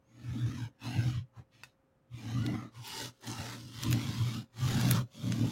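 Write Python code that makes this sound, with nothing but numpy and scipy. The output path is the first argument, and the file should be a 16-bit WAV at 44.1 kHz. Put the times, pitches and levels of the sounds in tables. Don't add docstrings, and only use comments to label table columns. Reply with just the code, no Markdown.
import sys
import numpy as np
from scipy import signal
from scipy.fft import rfft, irfft, next_fast_len
from scipy.io import wavfile
from scipy.ndimage import uniform_filter1d, map_coordinates

SR = 44100
rng = np.random.default_rng(int(sys.argv[2]) if len(sys.argv) > 2 else 0)


def persist_wave(psi):
    counts = np.round(np.clip(psi, -1, 1) * 32767).astype(np.int16)
    wavfile.write(sys.argv[1], SR, np.atleast_2d(counts).T)


N = 242991

# start, rise, hold and fall in seconds; swell from start to end in dB;
# levels of rasp, hollow body, fizz, low drone and upper drone in dB; hollow resonance in Hz; its lift
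# in dB; the touch ("hand", or the straightedge: a light "skim" or pressed on its "edge").
STROKES = [ (-0.07, 0.51, 0.17, 0.13, 4.5, -57, -61, -71, -44.5, -45.5, 1310, 6, "hand"),
           (0.489, 0.061, .1, 0.058, 6.5, -64, -59, -85, -60, -56.5, 940, 11, "hand"),
           (0.764, .11, 0.21, 0.12, -6, -49, -52, -64.5, -40.5, -43.5, 890, 4, "hand"),
           (1.088, 0.081, 0.0074, 0.11, -36, -57.5, -64.5, -78.5, -33, -65, 830, -17, "hand"),
           (1.306, 0.074, .004, .085, 0, -72, -62.5, -84.5, -62, -65, 780, 21, "hand"),
           (1.483, 0.07, 0.07, 0.17, 0, -67.5, -77.5, -85, -64, -77, 890, 3, "hand"),
           (2.061, 0.13, 0.067, 0.24, 8, -55.5, -63, -70, -54, -49.5, 960, 2, "hand"),
           (2.115, 0.22, 0.13, 0.24, 7.5, -53, -54, -69, -37.5, -38.5, 960, 1, "hand"),
           (2.493, 0.061, 0.021, 0.2, -3, -57.5, -52.5, -74.5, -46, -43, 1350, 9, "hand"),
           (2.687, 0.098, 0.023, 0.045, -8, -60.5, -60, -71, -47, -61.5, 1047, 16, "skim"),
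           (2.756, 0.12, 0.13, .14, 16.5, -44.5, -50.5, -55, -59, -57.5, 920, 2, "skim"),
           (3.173, 0.12, 0.19, 0.19, 2, -49, -50, -59.5, -46.5, -51, 1260, 11.5, "skim"),
           (3.25, .02, 0.043, 0.032, -3, -60, -64, -62.5, -52, -52, 1270, 9, "skim"),
           (3.496, 0.04, 0.32, 0.42, -16.5, -62.5, -73.5, -73, -48.5, -58, 1090, 6, "skim"),
           (3.658, .2, 0.48, 0.16, -1.5, -49.5, -53, -60.5, -39.5, -42, 1130, -1, "edge"),
           (4.48, 0.22, 0.23, 0.15, 3, -45, -45.5, -53.5, -31.5, -39, 830, 8.5, "edge"),
           (4.929, 0.024, 0.006, 0.1, 4, -57, -41, -74, -45, -48, 523, 13, "edge"),
           (5.067, 0.11, 0.2, 0.11, -5, -60.5, -65.5, -70.5, -67, -53, 573, 21.5, "edge"),
           (5.114, 0.16, 0.35, 0.076, 4.5, -53.5, -55, -62, -56, -38.5, 860, 7, "edge")]
# time in seconds, bright crack in dB, duller clack in dB.
SNAPS = [(2.4619, -46, -36), (2.842, -55, -62), (2.8766, -40, -45), (2.886, -47, -48), (3.212, -60, -63),
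         (3.2668, -45, -48), (3.271, -48, -41.5), (3.3069, -54, -54), (3.826, -41, -39.5),
         (3.8329, -34, -31), (3.91, -34, -36.5), (3.926, -31.5, -27.5), (4.811, -33.5, -34),
         (4.8852, -37, -36), (4.9104, -15.5, -27.5), (5.32, -57, -32.5)]


def amp(db):
    return 10 ** (np.asarray(db) / 20)


def unit(x):
    return x / np.sqrt(np.mean(x ** 2) + 1e-20)


def along(points, hz):
    point_hz, values = np.transpose(points)
    return np.interp(np.log(hz + 1), np.log(point_hz), values)


def curves(rows):
    times, *columns = np.transpose(rows)
    return [np.interp(np.arange(N) / SR, times, column) for column in columns]


def during(rows):
    t = np.arange(N) / SR
    return uniform_filter1d(((t >= rows[0][0]) & (t <= rows[-1][0])) * 1.0, size=1600)


def wobble(rate):
    return unit(map_coordinates(rng.standard_normal(N // 8), [np.arange(N) * rate / SR], mode="wrap"))


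def filtered(x, response):
    size = next_fast_len(N + SR // 2)
    return irfft(rfft(x, size) * response(np.fft.rfftfreq(size, 1 / SR)), size)[:N]


def coloured(x, colour):
    return filtered(x, lambda hz: amp(along(colour, hz)))


def band_rms(x, low_hz, high_hz):
    band = filtered(x, lambda hz: (hz > low_hz) & (hz < high_hz))
    return np.sqrt(np.abs(uniform_filter1d(band ** 2, size=4000))) + 1e-12


def ring(x, modes):
    return filtered(x, lambda hz: sum(
        (-1) ** k * amp(db) * 1j * hz * width / (centre ** 2 - hz ** 2 + 1j * hz * width)
        for k, (centre, width, db) in enumerate(modes)))


def sustained(x, seconds):
    power = np.abs(uniform_filter1d(x ** 2, max(int(seconds * SR), 50)))
    return x / np.sqrt(power + 1e-3 * np.mean(x ** 2))


def room_tone():
    # frequency in Hz, relative level in dB.
    air_colour = [(15, -67), (25, -29), (33, -16), (107, -11), (269, -15), (486, -21.5), (542, -19.5),
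                  (620, -23), (1280, -27), (3880, -44.5), (15800, -53)]
    # pitch in Hz, level in dB.
    fan_tones = [(264, -88), (533, -79.5)]
    air = amp(-72) * unit(coloured(rng.standard_normal(N), air_colour))
    return air + sum(amp(db) * unit(np.sin(2 * np.pi * np.cumsum(hz + 3 * wobble(5)) / SR))
                     for hz, db in fan_tones)


def slips(per_second, row_rate, row_db):
    hits = rng.random(N) < per_second / SR
    return unit(hits * rng.standard_normal(N) * amp(row_db * wobble(row_rate)))


def gesture(start, rise, hold, fall, swell_db):
    steepness, creep_db, creep_s = 3.42, -37.5, 0.076
    t, length = np.arange(N) / SR - start, rise + hold + fall
    speed = np.sin(np.pi / 2 * np.clip(np.minimum(t / rise, (length - t) / fall), 0, 1))
    creep = amp(creep_db) * np.exp(-((t - np.clip(t, rise / 2, length)) / creep_s) ** 2)
    swell = amp(swell_db * (np.clip(t / length, 0, 1) - 0.5))
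    return np.hypot(speed ** steepness, creep) * swell


def hollow_grip(x, patchy_db):
    hz, t, spectrum = signal.stft(x, SR, nperseg=1024)
    times, centre_hz, lift_db = np.transpose(
        [(start + rise + hold / 2, centre, lift) for start, rise, hold, *_, centre, lift, _ in STROKES])
    octaves = np.log2((hz[:, None] + 1) / np.interp(t, times, centre_hz))
    hollow_db = np.interp(t, times, lift_db) * np.exp(-(octaves / 0.17) ** 2)
    blur = np.outer(np.hanning(8), np.hanning(14))
    patches = unit(signal.fftconvolve(rng.standard_normal(spectrum.shape), blur, "same"))
    depth_db = patchy_db / (1 + hz[:, None] / 8000)
    return signal.istft(spectrum * amp(hollow_db + depth_db * patches), SR, nperseg=1024)[1][:N]


def bead_rasp(kind, colour, contact):
    friction = coloured(contact, colour)
    body = filtered(friction, lambda hz: 1 / (1 + (hz / 1880) ** 8))
    fizz = filtered(friction, lambda hz: 1 - 1 / (1 + (hz / 5700) ** 8))
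    bands = [(friction - body - fizz) / band_rms(friction, 2000, 7000),
             body / band_rms(friction, 500, 1600),
             fizz / band_rms(friction, 8000, 15500)]
    power = 0
    for start, rise, hold, fall, swell_db, rasp_db, body_db, fizz_db, *_, touch in STROKES:
        if touch == kind:
            strength = gesture(start, rise, hold, fall, swell_db)
            power += np.outer(amp([rasp_db, body_db, fizz_db]), strength) ** 2
    return np.sum(np.sqrt(power) * bands, axis=0)


def rubbing():
    # frequency in Hz, relative level in dB.
    hand_colour = [(320, -5), (470, -2.5), (560, -5), (680, -1), (1000, -1), (1700, -5), (3000, -13),
                   (4600, -17.5), (6500, -15.5), (8000, -22), (10000, -20.5), (15800, -27)]
    skim_colour = [(240, -15), (400, -5), (489, -13), (570, -9.5), (665, -15), (904, -2), (1160, -15),
                   (1310, -8), (2170, -7.5), (2350, -12), (2910, -2.5), (5640, -3.5), (15800, -18.5)]
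    edge_colour = [(290, -5), (370, 7), (450, -6.5), (560, -3), (675, -8), (820, -0.5), (1200, 1),
                   (1650, -3.5), (2300, -0.5), (3500, 5), (7000, -12), (8200, -19.5), (11400, -21),
                   (15800, -25)]
    # pitch in Hz, width in Hz, gain in dB.
    grip_modes = [(2050, 100, -10), (2910, 450, -3.5), (3920, 530, 0.5), (5220, 440, -4), (6330, 500, -4.5)]
    skin = hollow_grip(slips(per_second=9000, row_rate=330, row_db=0.5), patchy_db=6.0)
    skin = skin + sum(ring(skin, [mode]) for mode in grip_modes)
    plastic = hollow_grip(slips(per_second=10000, row_rate=200, row_db=1.0), patchy_db=4.5)
    wavering = amp(-0.2 * wobble(25))
    return wavering * (bead_rasp("hand", hand_colour, skin)
                       + bead_rasp("skim", skim_colour, plastic)
                       + bead_rasp("edge", edge_colour, plastic))


def shaking():
    # time and half length in seconds, low drone and upper drone in dB.
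    shoves = [(0.31, .055, -34, -52.5), (0.377, 0.023, -41.5, -35), (0.455, 0.049, -27.5, -48),
              (0.637, 0.03, -33.5, -44), (0.988, 0.023, -23, -37.5), (1.075, 0.046, -27.5, -44),
              (1.18, 0.022, -34.5, -62), (1.396, 0.021, -41.5, -70), (2.149, 0.031, -40, -67),
              (2.395, 0.069, -30.5, -46), (2.505, 0.068, -34, -35.5), (3.054, 0.05, -45.5, -51.5),
              (3.295, 0.03, -45, -42), (3.403, 0.019, -36.5, -49), (3.924, 0.056, -25.5, -28.5),
              (4.096, .025, -33, -40.5), (4.218, 0.026, -24, -50), (4.27, 0.03, -30.5, -62),
              (4.375, .035, -41, -39), (4.65, 0.039, -27, -60), (4.778, 0.031, -34, -30),
              (4.896, 0.079, -30, -28), (5.003, 0.04, -30, -43.5), (5.298, 0.071, -31.5, -35),
              (5.432, 0.047, -27, -30.5)]
    low_lag_s, upper_lag_s = 0.011, 0.015
    t, low_power, upper_power = np.arange(N) / SR, 0, 0
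    for start, rise, hold, fall, swell_db, _, _, _, low_db, upper_db, *_ in STROKES:
        low_power += (amp(low_db) * gesture(start + low_lag_s, rise, hold, fall, 0)) ** 2
        upper_power += (amp(upper_db) * gesture(start + upper_lag_s, rise, hold, fall, swell_db)) ** 2
    low_power *= amp(2.0 * wobble(26)) ** 2
    for time, half_length, low_db, upper_db in shoves:
        push = np.exp(-((t - time) / half_length) ** 2)
        low_power += (amp(low_db) * push) ** 2
        upper_power += (amp(upper_db) * push) ** 2
    return np.sqrt(low_power), np.sqrt(upper_power)


def tabletop():
    # pitch in Hz, width in Hz, relative level in dB.
    low_modes = [(85, 130, -66.5), (117.4, 6.77, 6.5), (131.2, 19.7, -9)]
    upper_modes = [(168.4, 45, 4.5), (225.5, 21.1, 2), (259.3, 32.4, -2), (310.3, 24.6, 1),
                   (361, 187, -12.5)]
    # time in seconds, favoured pitch in Hz.
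    focus = [(0.3, 259), (2.5, 248), (3.6, 268), (4.0, 264), (4.2, 212), (4.65, 240), (4.8, 200),
             (4.95, 199.5), (5.3, 219), (5.48, 252)]
    low_gain, upper_gain = shaking()
    favoured_hz, = curves(focus)
    soften = lambda x, corner_hz: filtered(x, lambda hz: 1 / (1 + (hz / corner_hz) ** 4))
    low = ring(soften(slips(per_second=920, row_rate=40, row_db=0.5), corner_hz=196), low_modes)
    bumps = soften(slips(per_second=1200, row_rate=20, row_db=11.0), corner_hz=660)
    favour = lambda hz: 1 / (1 + (np.log2(hz / favoured_hz) / 0.36) ** 2)
    upper = sum((-1) ** k * favour(mode[0]) * ring(bumps, [mode]) for k, mode in enumerate(upper_modes))
    drone = low_gain * sustained(low, seconds=0.029) + upper_gain * sustained(upper, seconds=0.0296)
    return filtered(drone, lambda hz: hz ** 2 / (hz ** 2 + 48 ** 2))


def squeak():
    # time in seconds, pitch in Hz, level in dB.
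    glide = [(0, 5840, -102), (0.04, 6160, -95), (0.08, 6600, -82), (0.13, 6640, -80), (0.19, 6600, -76),
             (0.27, 6700, -94)]
    pitch_hz, db = curves(glide)
    phase = 2 * np.pi * np.cumsum(pitch_hz * (1 + 0.0066 * wobble(407))) / SR
    return during(glide) * amp(db + 1.2 * wobble(60)) * unit(np.sin(phase))


def pen_tap():
    # start in seconds, level in dB.
    taps = [(1.635, -43.5), (1.645, -55)]
    # pitch in Hz, relative level in dB, seconds to fade by 60 dB.
    barrel_modes = [(980, 1, 0.018), (1450, 1.5, 0.017), (1850, -0.5, 0.029), (2604, 4, 0.042),
                    (3630, -9, 0.043), (4740, 5.5, 0.01), (6660, -16, 0.08)]
    crack_band = signal.butter(1, [800, 7000], "band", fs=SR)
    sound, t = np.zeros(N), np.arange(SR // 5) / SR
    for start, db in taps:
        barrel = sum(amp(level - 60 * t / fade_s) * np.sin(2 * np.pi * (hz * t + rng.random()))
                     for hz, level, fade_s in barrel_modes)
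        contact = amp(-60 * t / 0.02) + amp(-11 - 60 * t / 0.15)
        crack = signal.lfilter(*crack_band, rng.standard_normal(len(t))) * contact
        sound[round(start * SR):][:len(t)] += amp(db - 1.5) * (barrel + crack)
    return sound


def snap_bursts(levels_db, colour, rise_s, fade_s, tail_db, tail_s):
    t = np.arange(SR // 8) / SR
    attack = np.minimum(t / rise_s, 1) ** 2
    burst = amp(-60 * np.maximum(t - rise_s, 0) / fade_s)
    rattle = amp(tail_db - 60 * t / tail_s)
    envelope = np.zeros(N + SR)
    for (start, _, _), db in zip(SNAPS, levels_db):
        envelope[round(start * SR):][:len(t)] += amp(db) * attack * (burst + rattle)
    return envelope[:N] * sustained(coloured(rng.standard_normal(N), colour), seconds=0.0023)


def crackle(spread_s, cap_db, offset_db):
    t = np.arange(N) / SR
    envelope = sum(amp(min(db, cap_db) + offset_db) * np.exp(-((t - time) / spread_s) ** 2)
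                   for time, db, _ in SNAPS)
    ticks = ring(slips(per_second=900, row_rate=90, row_db=3), [(9800, 1660, -8), (13900, 2700, 3)])
    return envelope * sustained(ticks, seconds=0.022)


def bead_snaps():
    # frequency in Hz, relative level in dB.
    crack_colour = [(2000, -28), (4500, -3), (8000, -2), (11000, 9.5), (14000, 1), (17000, 3)]
    clack_colour = [(400, -30), (900, -1.5), (1500, 5.5), (2800, 7.5), (6500, 3.5), (8500, -5.5),
                    (16000, -32)]
    _, crack_db, clack_db = np.transpose(SNAPS)
    crack = snap_bursts(crack_db, crack_colour, rise_s=0.0011, fade_s=0.0078, tail_db=-41, tail_s=0.035)
    clack = snap_bursts(clack_db, clack_colour, rise_s=0.0025, fade_s=0.013, tail_db=-14, tail_s=0.02)
    return crack + clack + crackle(spread_s=0.012, cap_db=-32, offset_db=-18)


def creak():
    # time in seconds, level in dB.
    levels = [(3.19, -74.5), (3.24, -59), (3.265, -55), (3.308, -47), (3.34, -52), (3.37, -70)]
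    ticks = ring(slips(per_second=260, row_rate=20, row_db=-10), [(6200, 580, 2.5), (9900, 1500, -12.5)])
    return during(levels) * amp(curves(levels)[0]) * sustained(ticks, seconds=0.061)


def walls(x):
    # frequency in Hz, seconds to fade by 60 dB.
    fade_times = [(150, 0.14), (1500, 0.094), (6000, 0.022), (15000, 0.053)]
    hz, t, spectrum = signal.stft(rng.standard_normal(SR // 2), SR, nperseg=256)
    tail = signal.istft(spectrum * amp(-60 * t / along(fade_times, hz)[:, None]), SR, nperseg=256)[1]
    delayed = np.pad(x, (300, 0))
    return signal.fftconvolve(delayed, tail / np.linalg.norm(tail))[:N]


def scene():
    beads = rubbing() + bead_snaps() + squeak() + creak() + pen_tap()
    return (beads + amp(-14) * walls(beads) + tabletop() + room_tone())[None]


def record(dry):
    return filtered(dry[0], lambda hz: hz < 15850)[None]


dry = scene()
out = record(dry)
persist_wave(out)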